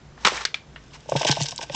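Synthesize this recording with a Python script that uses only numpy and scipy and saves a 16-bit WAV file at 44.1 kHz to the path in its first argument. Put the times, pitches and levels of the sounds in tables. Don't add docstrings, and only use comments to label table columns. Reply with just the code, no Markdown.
import sys
import numpy as np
from scipy import signal
from scipy.fft import rfft, irfft
from scipy.io import wavfile
from scipy.ndimage import uniform_filter1d

SR = 44100
rng = np.random.default_rng(int(sys.argv[2]) if len(sys.argv) > 2 else 0)


def generate_wav(signal):
    frames = np.transpose(np.atleast_2d(signal))
    scaled = np.clip(frames, -1, 1) * 32767
    pcm = np.round(scaled).astype(np.int16)
    wavfile.write(sys.argv[1], SR, pcm)


def boost_factor(decibels):
    exponent = np.asarray(decibels, float) / 20
    return 10 ** exponent


N = 77175


def noise():
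    return rng.standard_normal(N)


def level(x, db):
    return x * boost_factor(db) / np.sqrt(np.mean(x ** 2))


def peak(x, db):
    return x * boost_factor(db) / np.abs(x).max()


def butter(x, order, hz, kind):
    return signal.sosfilt(signal.butter(order, hz, kind, fs=SR, output="sos"), x)


def colour(x, tone):
    hz, db = np.array(tone, float).T
    bins_hz = np.arange(513) * SR / 1024
    log_gain = np.interp(np.log(bins_hz + 1), np.log(hz), db) * np.log(10) / 20
    cepstrum = irfft(log_gain)
    cepstrum[1:512] *= 2
    cepstrum[513:] = 0
    return signal.fftconvolve(x, irfft(np.exp(rfft(cepstrum))))[:N]


def ring(x, hz, t60):
    pole = np.exp(2j * np.pi * hz / SR - np.log(1000) / (t60 * SR))
    return butter(signal.lfilter([1], [1, -pole], x).imag, 2, hz / 2, "high")


def swell_ring(x, hz, swell_t60, t60):
    return ring(ring(x, hz, swell_t60), hz, t60)


def fade(t, t60):
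    return (t >= 0) * boost_factor(-60 * np.maximum(t, 0) / t60)


def click(t, start, push_s):
    phase = np.clip((t - start) / push_s, 0, 1)
    return np.sin(np.pi * phase) * np.pi / (2 * push_s * SR)


def bursts(t, table, fall_t60):
    power = 0
    for start, rise, hold, db in table:
        after_rise = t - start - rise
        attack = np.clip((t - start) / max(rise, 1e-4), 0, 1) ** 2
        fall = np.where(after_rise < hold, 1, fade(after_rise - hold, fall_t60))
        power = power + (boost_factor(db) * attack * fall) ** 2
    return np.sqrt(power)


def grains(spread_db, patchy_db, clump_db):
    out = 0
    clump_size = np.minimum(rng.exponential(size=N // 40 + 1), 4)
    clumps = clump_db * np.repeat(clump_size, 40)[:N]
    for hz in 250 * 2 ** np.arange(0, 5.3, .5):
        patch = int(SR * 3 / hz) + 60
        flicker = np.repeat(rng.standard_normal(N // patch + 1), patch)
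        flicker = uniform_filter1d(flicker, patch)[:N]
        impacts = noise()
        size_db = spread_db * np.minimum(rng.exponential(size=N), 4)
        impacts = impacts * boost_factor(size_db + patchy_db * flicker + clumps)
        out = out + butter(impacts, 1, (hz / 1.19, hz * 1.19), "band")
    return level(out, 0)


def rattle(env, tone, spread_db, patchy_db, clump_db):
    crowd = grains(spread_db, patchy_db, clump_db)
    steady_rms = np.sqrt(np.mean(colour(crowd, tone) ** 2))
    return crowd * env, colour(crowd * env, tone) / steady_rms


# f/Hz, level/dB per Hz
SHED_TONE = [(15, -17.5), (25, -16.5), (118, -9.5), (151, -12), (301, -13.5), (340, -15.5), (366, -16),
             (7210, -35.5), (9000, -56.5), (11700, -73.5), (19800, -120)]
# f/Hz, width/Hz, level/dB
HUM_BANDS = [(59.5, 3.5, -54.5), (145.6, 7.5, -55.5)]


def shed():
    out = level(colour(noise(), SHED_TONE), -51.5)
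    for hz, width_hz, db in HUM_BANDS:
        out = out + level(ring(noise(), hz, np.log(1000) / np.pi / width_hz), db)
    return out


# t/s, rise/s, hold/s, level/dB
CRUMPLES = [(0.124, 0.13, 0.064, -43.5), (0.908, 0.036, 0.018, -44), (0.2469, 0.0024, 0.0018, -12.5),
            (0.257, 0.0058, 0.011, -17.5), (0.262, 0.003, 0.007, -26.5), (0.28, .001, 0.0028, -19),
            (0.292, 0.0022, 0.069, -32), (0.36, 0.0085, 0.0032, -28), (0.375, 0.0023, 0.033, -35),
            (0.407, 0.0012, 0.014, -32.5), (0.427, 0.0026, 0.01, -37)]
# f/Hz, level/dB per Hz
FILM_TONE = [(180, -62), (300, -12.5), (460, -6.5), (725, -6), (897, 5), (1200, 0.5), (6040, -6.5),
             (7480, -12), (9000, -17.5), (11700, -40), (19800, -120)]
# t/s, level/dB, f/Hz, t60/s
THUD = (.251, -22, 200, .06)
CRUMPLE_FALL_T60_S = 0.037


def bag(t):
    crumple = rattle(bursts(t, CRUMPLES, CRUMPLE_FALL_T60_S), FILM_TONE, 3.1, 1.8, 1.1)[1]
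    thud_s, thud_db, thud_hz, thud_t60 = THUD
    thud = ring(boost_factor(thud_db) * click(t, thud_s, 0.00052), thud_hz, thud_t60)
    return crumple + thud


# t/s, peak level/dB, ring f/Hz, upper ring
# f/Hz, crack level/dB
CREASE_SNAPS = [(0.176, -34.5, 1770, 880, 1.5), (0.2503, -4, 1200, 2720, 12.5),
                (0.2555, -12, 2200, 3470, -14), (0.257, -9, 1473, 2630, -10), (0.2716, -5.5, 1110, 3350, 0),
                (0.2827, -13, 2160, 6100, 0), (0.318, -22.5, 477, 544, -9), (0.375, -20.5, 1810, 2350, -18),
                (0.4506, -6, 1760, 4030, 4), (0.542, -10.5, 2335, 3560, -7), (.688, -53, 2200, 3000, -1),
                (0.7596, -27.5, 1860, 2179, -1), (.909, -48, 3000, 3830, -4.5),
                (0.934, -40, 2870, 4730, -8), (.946, -43, 2870, 4770, -12), (0.958, -42, 2920, 5600, -13),
                (0.833, -53, 2250, 3060, -3), (1.004, -41.5, 3530, 4970, 4.5)]
SNAP_T60_S, SNAP_RING_T60_S, SNAP_CRACK_T60_S, SNAP_TAIL_T60_S = .018, .008, .026, .14
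SNAP_TAIL_DB, SNAP_TOP_HZ = -8.5, 8600


def snaps(t):
    def wide(x, hz, turns):
        return swell_ring(x, hz, turns / hz, turns / hz)

    out = 0
    for start, db, hz, up_hz, crack_db in CREASE_SNAPS:
        since = t - start
        a, b, c, d = rng.standard_normal((4, N)) * np.clip(since / 0.0008, 0, 1)
        burst, kick = fade(since, SNAP_T60_S), 7 * click(t, start + .0006, .0001)
        low = peak(ring(wide(a * burst + kick, hz, 2.8), hz, SNAP_RING_T60_S), 0)
        high = peak(ring(wide(b * burst + kick, up_hz, 2.8), up_hz, SNAP_RING_T60_S), 0)
        crack = peak(wide(c * fade(since, SNAP_CRACK_T60_S), 1.232 * up_hz, 2.5), crack_db)
        tail = wide(d * fade(since, SNAP_TAIL_T60_S), np.sqrt(hz * up_hz), 1.1)
        tail = peak(tail, SNAP_TAIL_DB)
        body = peak(ring(a * burst + kick, hz / 2, 6.0 / hz), -10)
        snap = low + boost_factor(-2.5) * high + body + crack + tail
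        out = out + peak(butter(snap, 1, SNAP_TOP_HZ, "low"), db)
    return out


# f/Hz, level/dB, t60/s
SHELL_MODES = [(900, 3, 0.022), (1050, -11, .025), (1545, -4, 0.055), (2130, -14, .018), (2720, -20, .015)]


def shell(x):
    return sum(boost_factor(db) * ring(x, hz, t60) for hz, db, t60 in SHELL_MODES)


# t/s, peak level/dB, lowest mode f/Hz, upper modes level/dB
FUNNEL_KNOCKS = [(1.058, -41.5, 510, -6.5), (1.089, -23.5, 614, -3.5), (1.1191, -11.5, 540, -5.5),
                 (1.129, -25, 455, -14), (1.1525, -15, 551, -2), (1.209, -17, 645, -1.5),
                 (1.23, -23, 700, 1.5), (1.249, -13, 641, -5), (1.294, -18.5, 735, 1.5),
                 (1.368, -18.5, 656, -0.5), (1.402, -24, 716, 2), (1.444, -31.5, 660, -21),
                 (1.524, -31.5, 765, 1.5), (1.589, -32.5, 487, 5), (1.614, -34, 604, 3),
                 (1.629, -29, 660, -4), (1.6969, -25.5, 577, -4), (1.745, -33.5, 590, 7)]
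PUSH_S, SWELL_T60_S, LOW_T60_S = .0007, .005, .021
RUB_T60_S, RUB_DB, TAP_HZ, TAP_DB = .03, -17, 2200, -19.5


def funnel(t):
    out = 0
    for start, db, hz, up_db in FUNNEL_KNOCKS:
        rub = uniform_filter1d(noise(), size=24) * fade(t - start, RUB_T60_S) * boost_factor(RUB_DB)
        push = rub - click(t, start, PUSH_S)
        low = peak(swell_ring(push, hz, SWELL_T60_S, LOW_T60_S), db)
        upper = peak(shell(ring(push, 1090.0, 0.0014)), db + up_db)
        tap = peak(ring(noise() * fade(t - start, 0.0039), TAP_HZ, 0.0003), db + TAP_DB)
        out = out + low + upper + tap
    return out


# t/s, peak level/dB, wall mode level/dB
TUBE_THUMPS = [
    (1.069, -30.5, -16),
    (1.121, -20, -19),
    (1.151, -10, 1),
    (1.249, -25, -14),
    (1.294, -8.5, -0.5),
    (1.382, -23, -19),
    (1.408, -11, -15),
    (1.521, -31, -20),
    (1.696, -28, -24),
    (1.74, -21.5, -7.5),
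]
AIR_HZ, AIR_T60_S, AIR_PUSH_S = 143, 0.081, 0.0032
WALL_HZ, WALL_T60_S, WALL_PUSH_S = 327, 0.022, 0.0018


def tube(t):
    air = sum(boost_factor(db) * click(t, start, AIR_PUSH_S) for start, db, _ in TUBE_THUMPS)
    wall = sum(boost_factor(db + wall_db) * click(t, start, WALL_PUSH_S) for start, db, wall_db in TUBE_THUMPS)
    boom = swell_ring(air / 60, AIR_HZ, 0.024, AIR_T60_S)
    return boom + ring(wall, WALL_HZ, WALL_T60_S)


# t/s, rise/s, hold/s, level/dB
SEED_BURSTS = [(1.078, 0.012, 0.058, -46), (1.146, 0.023, 0.0048, -28.5), (1.17, 0.026, 0.011, -30.5),
               (1.208, 0.0098, 0.0026, -27), (1.229, 0.0017, 0.0085, -35.5), (1.246, 0.00077, 0.0036, -25),
               (1.262, 0.0068, 0.021, -21), (1.298, 0.011, 0.0055, -24), (1.322, 0.00048, 0.0025, -24),
               (1.334, .001, 0.052, -39), (1.38, 0.017, 0.035, -37.5), (1.436, .001, 0.0057, -37),
               (1.449, 0.0079, 0.008, -36.5), (1.48, 0.00078, 0.014, -40.5), (1.515, 0.00024, 0.0072, -36),
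               (1.604, 0.0055, 0.02, -36.5), (1.627, 0.0009, 0.0044, -31.5), (1.704, 0.02, 0.019, -40.5),
               (1.741, 0.013, .01, -13.5)]
# f/Hz, level/dB per Hz
MESH_TONE = [(1060, -40), (1800, -15.5), (2830, -0.5), (3800, -2.5), (4150, -14), (5220, -1), (7810, -12.5),
             (9000, -7.5), (11700, -48), (19800, -120)]
# f/Hz, level/dB, t60/s
SEED_LOW_MODE = (470, -11.5, 0.1)
SEED_FALL_T60_S, TRICKLE_DB, SEED_ON_FUNNEL_DB = 0.041, -52.5, -30.5


def seeds(t):
    trickle = boost_factor(TRICKLE_DB) * np.interp(t, (0.61, 1.41), (0, 1))
    env = bursts(t, SEED_BURSTS, SEED_FALL_T60_S) + trickle
    impacts, rattling = rattle(env, [(700, -63)] + list(MESH_TONE), 2.2, 3.2, 2.5)
    low_hz, low_db, low_t60 = SEED_LOW_MODE
    rung = shell(impacts) + boost_factor(low_db) * ring(impacts, low_hz, low_t60)
    return rattling + boost_factor(SEED_ON_FUNNEL_DB) * rung


# t/s, peak level/dB, centre f/Hz
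SEED_TICKS = [(1.0962, -22, 6570), (1.1218, -27, 2970), (1.1396, -34, 2950), (1.196, -22.5, 5100),
              (1.2172, -21, 3100), (1.2489, -13, 3100), (1.335, -25.5, 3830), (1.3646, -19, 3870),
              (1.383, -29, 3500), (1.402, -23, 5460), (1.4068, -19.5, 3780), (1.4151, -13.5, 3940),
              (1.424, -15.5, 5430), (1.4326, -15.5, 6100), (1.4592, -24, 3640), (1.4854, -16, 5400),
              (1.5084, -19.5, 5400), (1.5194, -30.5, 3900), (1.5603, -21.5, 6700), (1.5788, -18.5, 5150),
              (1.627, -24.5, 5000), (1.668, -55, 3430), (1.697, -23.5, 2950), (1.1617, -20.5, 2410),
              (1.1652, -15, 3100), (1.1702, -20, 4580), (1.23, -21, 2770), (1.2695, -27.5, 2880),
              (1.279, -12.5, 3000), (1.2875, -21, 4050), (1.295, -15.5, 2810), (1.3134, -7.5, 4760),
              (1.3169, -7.5, 3980), (1.357, -23, 3600), (1.4085, -16.5, 6000), (1.52, -29, 3870),
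              (1.587, -31, 2570), (1.611, -34, 3330), (1.6344, -31, 3820), (1.722, -30, 5130),
              (1.7485, -28, 3200), (1.4575, -20, 4900), (1.4648, -22, 5000), (1.2822, -14, 5260),
              (1.324, -26, 3200)]
TICK_T60_S, TICK_RING_T60_S, TICK_TAIL_T60_S, TICK_TAIL_DB = .008, .0006, .071, -12


def ticks(t):
    out = 0
    for start, db, hz in SEED_TICKS:
        env = fade(t - start, TICK_T60_S) + boost_factor(TICK_TAIL_DB) * fade(t - start, TICK_TAIL_T60_S)
        out = out + peak(swell_ring(noise() * env, hz, TICK_RING_T60_S, TICK_RING_T60_S), db)
    return out


def room(near, t):
    tail = signal.lfilter([1], [1, -.4], noise()) * fade(t - .004, 0.27)
    return boost_factor(-21) * signal.fftconvolve(near, tail / np.sqrt(np.sum(tail ** 2)))[:N]


# f/Hz, level/dB
DIFFERENCE_TONE = [(60, -23), (150, -25.5), (300, -20), (700, -8.5), (1400, -4.5), (2800, -4), (5500, 0),
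                   (9000, 0.5)]
SIDE_DB, SIDE_HISS_DB, RADIATE_HZ = -42.5, -73, 136


def scene():
    t = np.arange(N) / SR
    sources = bag(t) + snaps(t) + funnel(t) + tube(t) + seeds(t) + ticks(t)
    near = butter(sources, 2, RADIATE_HZ, "high")
    mono = near + room(near, t) + shed()
    smear = signal.fftconvolve(mono, rng.standard_normal(400))[:N] / 20
    side = boost_factor(SIDE_DB) * colour(smear, DIFFERENCE_TONE)
    side = side + level(colour(colour(noise(), SHED_TONE), DIFFERENCE_TONE), SIDE_HISS_DB)
    return np.array([mono + side, mono - side])


def roll_off(x):
    return signal.sosfilt(signal.butter(12, 9430, fs=SR, output="sos"), x)


def record(dry):
    top_hz = 8127 * 1.184
    mix = signal.sosfilt(signal.cheby2(12, 70, top_hz, fs=SR, output="sos"), dry)
    return roll_off(mix)


dry = scene()
out = record(dry)
generate_wav(out)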